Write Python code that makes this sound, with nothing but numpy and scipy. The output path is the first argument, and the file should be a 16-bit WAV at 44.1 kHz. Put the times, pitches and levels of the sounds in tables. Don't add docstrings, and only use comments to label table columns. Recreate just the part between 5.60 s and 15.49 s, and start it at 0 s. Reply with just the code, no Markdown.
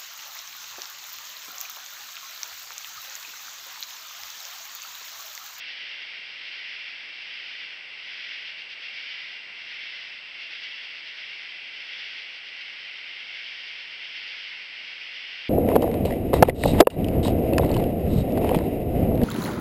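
import sys
import numpy as np
from scipy import signal
from scipy.fft import rfft, irfft, next_fast_len
from scipy.io import wavfile
from scipy.ndimage import map_coordinates

SR = 44100
rng = np.random.default_rng(int(sys.argv[2]) if len(sys.argv) > 2 else 0)


def to_wav(s):
    ch = np.atleast_2d(s).T
    pcm = np.round(np.clip(ch, -1, 1) * 32767)
    wavfile.write(sys.argv[1], SR, pcm.astype(np.int16))


N = 436149
TIME = np.arange(N) / SR


def chorus():
    # (frequency [Hz], level per Hz [dB])
    near_colour = [(1100, -40.5), (1450, -14), (2100, -4), (2550, -5), (3100, 1.5), (3400, -1.5),
                   (3900, -10), (4400, -9.5), (4850, -8.5), (5350, -12.5), (6000, -26), (6500, -36.5),
                   (7100, -50), (8000, -84)]
    far_colour = [(1000, -50), (1250, -21.5), (1500, -11.5), (1750, -10.5), (2000, -0.5), (2250, 0.5),
                  (2550, -3.5), (2900, -8.5), (3400, -13), (3900, -20), (5000, -16), (6000, -34),
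                  (7000, -69)]

    near = katydids(count=700, rasps_per_s=7.8, length=.07, teeth_per_s=520, spread_db=6.5)
    far = katydids(count=800, rasps_per_s=9, length=.07, teeth_per_s=480, spread_db=5.0)

    near = unit(colour(woods(near, wet=1.6, t60=.45), near_colour))
    far = unit(colour(woods(far, wet=2, t60=.35), far_colour))

    near = near * level(lull_db=-47.5, wave_db=0, lag=0)
    far = far * level(lull_db=-44.5, wave_db=-1.0, lag=.02)
    return wings(near + far, depth_db=1.0, width_hz=35, hold=.3)


def katydids(count, rasps_per_s, length, teeth_per_s, spread_db):
    clicks = np.zeros(N)
    for turn, (delay, pace, teeth, nearness) in enumerate(rng.random((count, 4))):
        start = (turn + delay) / count * (N / SR + 1) - .5
        gap = 1 / (rasps_per_s * (.85 + .3 * pace))
        own_teeth_per_s = teeth_per_s * (.7 + .6 * teeth)
        gain = amp(spread_db * nearness)
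        for k in range(3):
            at, size = rasp(clicks, start + k * gap, length, own_teeth_per_s, gain)
            clicks[at] += size
    return clicks


def rasp(track, middle, length, teeth_per_s, gain):
    tooth_gaps = 1 + .15 * rng.standard_normal(128)
    since_start = np.cumsum(tooth_gaps) / teeth_per_s

    swell = np.sqrt(np.sin(np.pi * np.clip(since_start / length, 0, 1)).clip(0))
    size = swell * np.sqrt(SR / teeth_per_s)

    at = np.round((middle - length / 2 + since_start) * SR).astype(int)
    inside = (at >= 0) * (at < len(track))
    return at.clip(0, len(track) - 1), gain * size * inside


def level(lull_db, wave_db, lag):
    # (time of the crest [s], length [s], level [dB])
    waves = [(.12, 1.4, -42.5), (1.08, 1.15, -42.5), (1.84, 0.92, -42.5), (2.652, 0.81, -41.5),
             (3.49, 0.78, -41), (4.272, 0.8, -41.5), (5.06, 1.04, -43.5), (5.743, 0.87, -43.5),
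             (6.41, 0.92, -42), (7.12, 1.15, -45), (7.9, 1.36, -43), (8.677, 0.88, -41), (9.58, 1.9, -44)]

    power = np.full(N, amp(lull_db) ** 2)
    for crest, length, db in waves:
        phase = np.clip((TIME - crest - lag) / length, -.5, .5)
        power += (amp(db + wave_db) * np.cos(np.pi * phase)) ** 2
    return np.sqrt(power)


def near_katydids():
    # (time of first rasp [s], rasps [count], time between rasps [s], level [dB])
    runs = [(.095, 1, .12, -44), (.877, 3, .12, -45.5), (1.745, 3, .141, -49), (2.89, 4, .119, -42),
            (4.825, 3, .112, -41), (5.374, 3, .109, -43), (6.408, 2, .193, -43.5), (6.758, 3, .126, -43),
            (7.276, 2, .115, -46), (7.778, 2, .119, -46.5), (8.093, 3, .119, -46), (9.287, 1, .12, -46),
            (9.595, 3, .12, -47)]
    # (frequency [Hz], level per Hz [dB])
    rasp_colour = [(1100, -40.5), (1500, -9.5), (1800, -6), (2150, -1), (2600, -1.5), (3200, -1),
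                   (3900, -7.5), (4850, -8.5), (5400, -16.5), (6000, -23), (7100, -51.5), (8000, -86.5)]
    length_s, mean_teeth_per_s = .065, 600
    lead_s = .008

    clicks = np.zeros(N)
    for (first, count, gap, db), teeth in zip(runs, rng.uniform(.8, 1.2, len(runs))):
        for k in range(round(count)):
            middle = first + k * gap - lead_s
            at, size = rasp(clicks, middle, length_s, mean_teeth_per_s * teeth, amp(db))
            clicks[at] += size
    return colour(woods(clicks, wet=1.0, t60=0.14), rasp_colour)


def woods(clicks, wet, t60):
    keep = amp(-120 / (t60 * SR))
    already_ringing = [np.mean(clicks ** 2)]
    energy = signal.lfilter([1 - keep], [1, -keep], clicks ** 2, zi=already_ringing)[0]
    haze = np.sqrt(energy) * rng.standard_normal(N)
    return (clicks + wet * haze) / np.sqrt(1 + wet ** 2)


def wings(x, depth_db, width_hz, hold):
    hz, t, spectrum = signal.stft(x, SR, nperseg=2048)
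    field = rng.standard_normal((1024, 256))
    places = np.meshgrid(hz / width_hz, t / hold, indexing="ij")
    rings = map_coordinates(field, places, order=1, mode="wrap")
    return signal.istft(spectrum * amp(depth_db * unit(rings)), SR, nperseg=2048)[1][:N]


def tree_crickets():
    # (pitch [Hz], wing strokes [per s], level [dB])
    crickets = [(2700, 43, -53), (2721, 54.5, -53), (2774, 30, -56), (2826, 51, -52.5), (2852, 42, -55.5)]

    trills = np.zeros(N)
    for hz, strokes_per_s, db in crickets:
        stroke = np.cumsum(strokes_per_s * (1 + .02 * drift(4))) / SR % 1
        pitch = hz * (1 + .008 * drift(40) - 0.033 * (stroke - .5))
        tone = np.sin(2 * np.pi * np.cumsum(pitch) / SR)
        trill = np.sin(np.pi * stroke) ** 2 * tone
        gain = amp(db + 1.2 * drift(2.5))
        trills += gain * unit(echoes(trill, wet=0.95, t60=.4))
    return trills


def echoes(x, wet, t60):
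    t = TIME[:SR // 2]
    arrives = rng.random(len(t)) < 2000 / SR
    taps = rng.standard_normal(len(t)) * arrives * amp(-60 * t / t60)
    return x + wet * signal.oaconvolve(x, taps / np.linalg.norm(taps))[:N]


def pure_cricket():
    # (start time [s], length [s], level [dB])
    bouts = [(1.6, 1.8, -55.5), (4.2, 1.5, -57), (5.75, 1.05, -54), (8.4, 1.7, -56)]
    middle_hz, rest_db = 2617, -64.5
    fade_s = .12

    gain = np.full(N, amp(rest_db))
    for start, length, db in bouts:
        inside = np.minimum(TIME - start, start + length - TIME)
        gain = np.maximum(gain, amp(db) * np.clip(inside / fade_s, 0, 1))

    pitch = middle_hz + 1.8 * drift(12)
    note = unit(np.sin(2 * np.pi * np.cumsum(pitch) / SR))
    return gain * amp(2.0 * drift(22)) * note


def camera():
    # (frequency [Hz], level per Hz [dB])
    hiss_colour = [(20, -23), (60, -13.5), (130, -7.5), (300, -3.5), (600, 0.5), (1200, 0), (3000, -2.5),
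                   (5000, -11), (6500, -30), (7400, -39.5), (15500, -38.5)]
    whine_hz, frames_per_s = 7796.3, 59.53

    hiss = amp(-56) * colour(rng.standard_normal(N), hiss_colour)
    flips = np.tanh(40 * np.sin(np.pi * frames_per_s * TIME))
    whine = unit(flips * np.sin(2 * np.pi * whine_hz * TIME))
    return hiss + amp(-83.0) * whine


def colour(x, points):
    size = next_fast_len(N)
    hz, db = np.transpose(points)
    bins_hz = np.fft.rfftfreq(size, 1 / SR)
    gain = amp(np.interp(np.log(bins_hz + 1), np.log(hz), db))
    return irfft(rfft(x, size) * unit(gain), size)[:N]


def drift(per_s):
    knots = rng.standard_normal(2048)
    return unit(np.interp(TIME * per_s, np.arange(len(knots)), knots))


def amp(db):
    return 10 ** (np.asarray(db) / 20)


def unit(x):
    return x / np.sqrt(np.mean(x ** 2) + 1e-20)


def scene():
    insects = chorus() + near_katydids() + tree_crickets() + pure_cricket()
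    return (insects + camera())[None]


def record(dry):
    edge_hz = 15750
    lowpass = signal.firwin(511, edge_hz, window=("kaiser", 9), fs=SR)
    return signal.oaconvolve(dry, lowpass[None], "same")


dry = scene()
out = record(dry)
to_wav(out)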